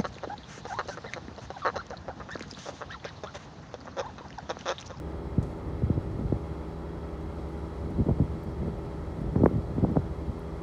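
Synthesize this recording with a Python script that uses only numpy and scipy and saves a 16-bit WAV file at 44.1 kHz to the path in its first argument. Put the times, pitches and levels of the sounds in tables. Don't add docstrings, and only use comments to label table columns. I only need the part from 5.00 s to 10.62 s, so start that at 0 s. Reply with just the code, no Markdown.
import sys
import numpy as np
from scipy import signal
from scipy.fft import rfft, irfft
from scipy.io import wavfile
from scipy.ndimage import uniform_filter1d

SR = 44100
rng = np.random.default_rng(int(sys.argv[2]) if len(sys.argv) > 2 else 0)


def volts_from_decibels(level):
    exponent = np.asarray(level, float) / 20
    return 10 ** exponent


def dump_mix(stems):
    frames = np.atleast_2d(stems).T
    limited = np.clip(frames, -1, 1)
    pcm = np.round(limited * 32767).astype(np.int16)
    wavfile.write(sys.argv[1], SR, pcm)


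N = 247842

CYCLE_HZ = 11.6795
MESH_TEETH = 56
# multiple of the cycle [ratio], level in [dB rms].
ENGINE_ORDERS = [(3, -56), (6, -41.5), (7, -53), (14, -45.5), (21, -56), (28, -50.5), (29, -77),
                 (30, -63.5), (31, -58.5), (32, -53.5), (35, -48), (42, -54.5), (49, -55), (52, -65),
                 (55, -71), (56, -74), (57, -84.5), (59, -79), (63, -63.5), (70, -58), (77, -59.5),
                 (84, -62.5), (91, -79.5), (98, -79), (105, -68.5), (112, -65.5), (119, -82), (126, -78.5)]
# frequency in [Hz], level in [dB rms].
PULLEY_LINES = [(53, -52.5), (218, -60), (306.5, -55.5), (320, -55.5)]
# multiple of the mesh rate [ratio], band level in [dB rms].
MESH_BANDS = [(2, -63.5), (3, -73.5), (4, -87), (5, -74.5), (6, -78), (7, -80.5), (8, -81)]
# multiple of the cycle [ratio], level in [dB rms].
MESH_LINES = [(9, -57.5), (103, -87), (152, -77), (168, -83.5), (171, -82), (183, -78.5), (206, -83.5),
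              (224, -89), (227, -85), (248, -83), (280, -92), (283, -80), (336, -79.5), (391, -95),
              (448, -96), (452, -89.5)]
# frequency in [Hz], density in [dB per Hz].
ROAR_SPECTRUM = [(25, -32), (40, -2), (60, 0), (100, -9), (200, -9), (380, -12), (520, -14.5), (700, -18),
                 (1270, -22), (1550, -29), (2150, -33.5), (2700, -40.5), (4200, -42.5), (9000, -60)]
ROAR_DB = -43
# frequency in [Hz], bandwidth in [Hz], level in [dB rms].
CASING_PANELS = [(306, 160, -57.5), (582, 17, -63.5), (1910, 100, -71), (2144, 25, -73.5)]

# time in [s], strength in [dB].
GUST_STRENGTH = [(0.0, -40.5), (0.3, -37), (0.45, -33.5), (0.6, -37), (0.9, -32), (1.5, -37.5), (1.7, -44),
                 (1.9, -36), (2.1, -44), (2.45, -36.5), (2.7, -38.5), (2.95, -32), (3.5, -35.5),
                 (3.7, -33.5), (4.0, -36.5), (4.2, -32.5), (5.0, -34.5), (5.62, -40.5)]
# frequency in [Hz], density in [dB per Hz].
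BUFFET_SPECTRUM = [(20, -23), (35, -20), (60, 2.5), (123, -0.5), (250, -11.5), (400, -20.5), (700, -24),
                   (1500, -67.5)]
# start in [s], peak in [dB], first pitch in [Hz], length in [s].
BIG_EDDIES = [(.379, -12.5, 417, 0.021), (.832, -16, 260, 0.021), (.899, -14.5, 624, 0.021),
              (.970, -15.5, 200, 0.023), (.988, -22.5, 200, 0.02), (1.248, -19.5, 146, 0.026),
              (1.323, -14, 810, 0.011), (2.986, -18.5, 396, 0.012), (2.998, -16, 640, 0.025),
              (3.073, -22.5, 404, 0.0069), (3.086, -15, 800, 0.014), (3.107, -15.5, 260, 0.025),
              (3.199, -18, 342, 0.02), (3.214, -16.5, 355, 0.018), (3.618, -23, 250, 0.013),
              (4.358, -16.5, 706, 0.019), (4.413, -16, 300, 0.021), (4.434, -9, 1000, .021),
              (4.459, -9, 1800, 0.01), (4.554, -22, 584, 0.039), (4.577, -19.5, 390, 0.026),
              (4.781, -17, 605, 0.016), (4.823, -15.5, 394, 0.029), (4.838, -11.5, 610, .013),
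              (4.846, -21, 920, 0.011), (4.886, -19, 250, 0.01), (4.9, -17, 400, 0.01),
              (4.958, -21, 790, 0.026), (4.968, -12.5, 660, 0.019), (4.989, -25, 178, .017)]
# start in [s], length in [s], swirl peak in [dB], first pitch in [Hz].
PUFFS = [(0.402, 0.086, -30, 201), (.65, .1, -36, 343), (0.817, 0.074, -25.5, 314), (.955, 0.049, -22, 283),
         (1.1, 0.063, -26.5, 248), (1.172, 0.088, -26.5, 403), (1.289, 0.082, -22, 160),
         (1.47, 0.073, -32, 250), (2.81, 0.22, -31.5, 356), (2.978, 0.071, -23, 352),
         (3.059, 0.076, -22, 686), (3.185, 0.064, -21, 450), (3.321, 0.047, -33, 305),
         (3.459, 0.045, -27.5, 330), (3.61, 0.098, -27, 480), (4.18, 0.14, -32.5, 248),
         (4.35, 0.052, -23, 595), (4.397, 0.061, -20, 680), (4.44, .05, -20, 500),
         (4.485, .125, -24.5, 438), (4.76, 0.055, -26, 402), (4.818, 0.076, -23, 594),
         (4.872, 0.074, -22.5, 350), (4.954, 0.055, -25.5, 680), (5.019, .06, -35, 400),
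         (5.273, 0.034, -24.5, 248)]
# start in [s], peak in [dB], first pitch in [Hz].
FRONT_SWIRLS = [(.384, -30, 814), (.82, -29, 706), (0.976, -25, 670), (1.191, -25, 500), (3.087, -35, 1480),
                (3.092, -26.5, 1206), (3.11, -33, 1110), (3.197, -26, 805), (3.629, -29.5, 760),
                (3.681, -34, 800), (4.358, -38.5, 2370), (4.358, -28, 1130), (4.4, -35, 895),
                (4.406, -19.5, 600), (4.419, -20, 600), (4.436, -26, 1400), (4.458, -30, 2596),
                (4.461, -15.5, 800), (4.846, -21.5, 1190), (4.959, -23.5, 1020), (4.966, -34, 2230),
                (4.968, -18.5, 1205)]
PUFF_LIFT_DB = 1
SHED_S, SHED_SCATTER_DB, SHED_OCTAVES = 0.012, -0.5, 0.61
SWIRL_S, SWIRL_SPREAD = 0.0166, 0.33
TRAIL_TURNS = 1.117
FRONT_S, FRONT_FALL = 0.0099, 3.27

# time in [s], hiss level in [dB].
LEAF_LEVEL = [
    (0, -77),
    (.42, -76),
    (.45, -67),
    (.62, -75.5),
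    (1.49, -72),
    (1.97, -75.5),
    (2.47, -71.5),
    (5.62, -71.5),
]
# frequency in [Hz], density in [dB per Hz].
RUSTLE_SPECTRUM = [(2650, -18.5), (4500, 7.5), (4910, -6), (5340, 1.5), (9330, -3), (13500, -14.5),
                   (15500, -22)]
# start in [s], peak in [dB], frequency in [Hz], 60 dB decay in [s].
STALK_TICKS = [(0.426, -49, 6200, 0.057), (1.026, -66, 8000, .02), (2.085, -66, 11000, .02),
               (2.49, -63, 11000, .02), (2.905, -57, 9070, .02), (3.436, -52, 12900, .018),
               (3.671, -61, 10500, .02), (3.785, -62, 9500, .02), (4.211, -62, 9500, .04),
               (4.432, -63.5, 10800, .35), (4.913, -60, 11000, .024), (5.393, -54, 11300, .012)]
THIN_HZ, THICK_WIDTH_HZ, THIN_WIDTH_HZ = 11200, 5800, 2800


def evened(x):
    return x / np.sqrt(np.mean(x ** 2) + 1e-20)


def curve(rows):
    return np.interp(np.arange(N) / SR, *np.transpose(rows))


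def add(mix, s, sound):
    part = mix[round(s * SR):][:len(sound)]
    part += sound[:len(part)]


def wander(top_hz):
    count, rate = 2048, 200
    lowpass = np.exp(-(np.fft.rfftfreq(count, 1 / rate) / top_hz) ** 2)
    drift = irfft(rfft(rng.standard_normal(count)) * lowpass, count)
    return np.interp(np.arange(N) / SR * rate, np.arange(count), evened(drift))


def ring(x, hz, width_hz):
    return signal.lfilter(*signal.iirpeak(min(hz, 15000), hz / width_hz, SR), x)


def noise(spectrum, patchy_db, size):
    hop, hz = size // 4, np.fft.rfftfreq(size, 1 / SR)
    real, imag, patches = rng.standard_normal((N // hop + 5, len(hz), 3)).T
    patches = uniform_filter1d(patches, size=12, axis=0)
    patches = evened(uniform_filter1d(patches, size=10, axis=1))
    f, db = np.transpose(spectrum)
    colour_db = np.interp(np.log(hz + 1), np.log(f + 1), db, right=-120)
    z = (real + 1j * imag) * volts_from_decibels(colour_db[:, None] + patchy_db * patches)
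    return evened(signal.istft(z, nperseg=size, noverlap=size - hop)[1][:N])


def tone(turns, db, waver_db):
    level = np.sqrt(2) * volts_from_decibels(db + waver_db * wander(7.9))
    return level * np.cos(2 * np.pi * (turns + rng.random()))


def engine():
    cycles = np.cumsum(CYCLE_HZ * (1 + 0.00021 * wander(2.14))) / SR
    lines = sum(tone(k * cycles, db - 0.15, waver_db=0.7) for k, db in ENGINE_ORDERS)
    lines += sum(tone(hz / CYCLE_HZ * cycles, db, waver_db=3.0) for hz, db in PULLEY_LINES)
    throb = 1 + 0.07 * np.cos(2 * np.pi * cycles) + 0.037 * np.cos(2 * np.pi * 7 * cycles)
    return lines + throb * roar(cycles) + gears(cycles)


def roar(cycles):
    random_part = volts_from_decibels(ROAR_DB) * noise(ROAR_SPECTRUM, patchy_db=1.1, size=2048)
    alike = np.zeros(N)
    for k in range(2):
        turn = cycles + k / 2
        position = (turn % 1 + 2 * k + 1) * SR / CYCLE_HZ
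        alike += np.sin(np.pi * turn) ** 2 * np.interp(position, np.arange(N), random_part)
    out = random_part + alike * volts_from_decibels(-6.5 + 0.74 * wander(2.2))
    for hz, width_hz, db in CASING_PANELS:
        out += volts_from_decibels(db) * evened(ring(rng.standard_normal(N), hz, width_hz))
    return out


def gears(cycles):
    out = sum(tone(k * cycles, db, waver_db=2.0) for k, db in MESH_LINES)
    for k, fuzzy_db in MESH_BANDS:
        band = ring(rng.standard_normal(N), MESH_TEETH * k * CYCLE_HZ, width_hz=110)
        out += volts_from_decibels(fuzzy_db + 1.9 * wander(53.0)) * evened(band)
    return out


def arch(u):
    return np.abs(np.sin(np.pi * np.clip(u, 0, 1)))


def shed():
    rows = []
    chances = rng.standard_normal((len(PUFFS), 16, 4))
    for (s, length, db, hz), chance in zip(PUFFS, chances):
        late, loud, small, long = np.tanh(chance / 2).T * 2
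        at = (np.arange(len(late)) + late / 4) * SHED_S
        lasts = SWIRL_S * np.exp(SWIRL_SPREAD * long)
        inside = arch((at + lasts / 3) / length)
        level_db = db + SHED_SCATTER_DB * loud + 10 * np.log10(inside + 1e-9)
        first_hz = hz * 2 ** (SHED_OCTAVES * small)
        rows += list(np.transpose([s + at, level_db, first_hz, lasts]))
    return rows


def eddies():
    out = np.zeros(N)
    swirls = [(s, db, hz, TRAIL_TURNS / length, length) for s, db, hz, length in [*BIG_EDDIES, *shed()]]
    swirls += [(s, db, hz, hz / FRONT_FALL, FRONT_S) for s, db, hz in FRONT_SWIRLS]
    for s, db, first_hz, last_hz, length in swirls:
        u = np.arange(0, length, 1 / SR) / length
        hz = last_hz * (first_hz / last_hz) ** ((1 - u) ** 2)
        swell = np.sin(np.pi * u ** 0.56) ** 2.32
        turns = np.cumsum(hz) / SR + rng.random()
        add(out, s, volts_from_decibels(db) * swell * np.cos(2 * np.pi * turns))
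    return signal.sosfilt(signal.butter(4, 2500, fs=SR, output="sos"), out)


def buffeting():
    t = np.arange(N) / SR
    puffs = sum(arch((t - s) / length) for s, length, *_ in PUFFS)
    strength_db = curve(GUST_STRENGTH) + PUFF_LIFT_DB * puffs
    growth_db = 0.79 * (strength_db + 30.5)
    lumps_db = 1.15 * wander(25.0)
    turbulence = noise(BUFFET_SPECTRUM, patchy_db=2.0, size=2048)
    return volts_from_decibels(strength_db - 1 + growth_db + lumps_db) * turbulence


def leaves():
    hiss = noise(RUSTLE_SPECTRUM, patchy_db=0.6, size=512)
    out = volts_from_decibels(curve(LEAF_LEVEL) + 0.6 * wander(30.0)) * hiss
    t = np.arange(8000) / SR
    for s, db, hz, t60 in STALK_TICKS:
        width_hz = THIN_WIDTH_HZ if hz > THIN_HZ else THICK_WIDTH_HZ
        grain = rng.standard_normal(len(t))
        band = evened(ring(ring(grain, hz, width_hz), hz, width_hz))
        attack = np.minimum(t / (0.036 * t60), 1)
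        add(out, s, volts_from_decibels(db - 3.5 - 60 * t / t60) * band * attack)
    return out


def scene():
    return (engine() + eddies() + buffeting() + leaves())[None]


def band_limit(x):
    return signal.sosfilt(signal.butter(12, 15640, fs=SR, output="sos"), x)


def record(dry):
    bass_cut = signal.butter(5, 40, "high", fs=SR, output="sos")
    top_cut = signal.firwin(801, 15700, fs=SR)
    mix = signal.sosfilt(bass_cut, dry)
    mix = signal.oaconvolve(mix, top_cut[None], "same")
    return band_limit(mix)


dry = scene()
out = record(dry)
dump_mix(out)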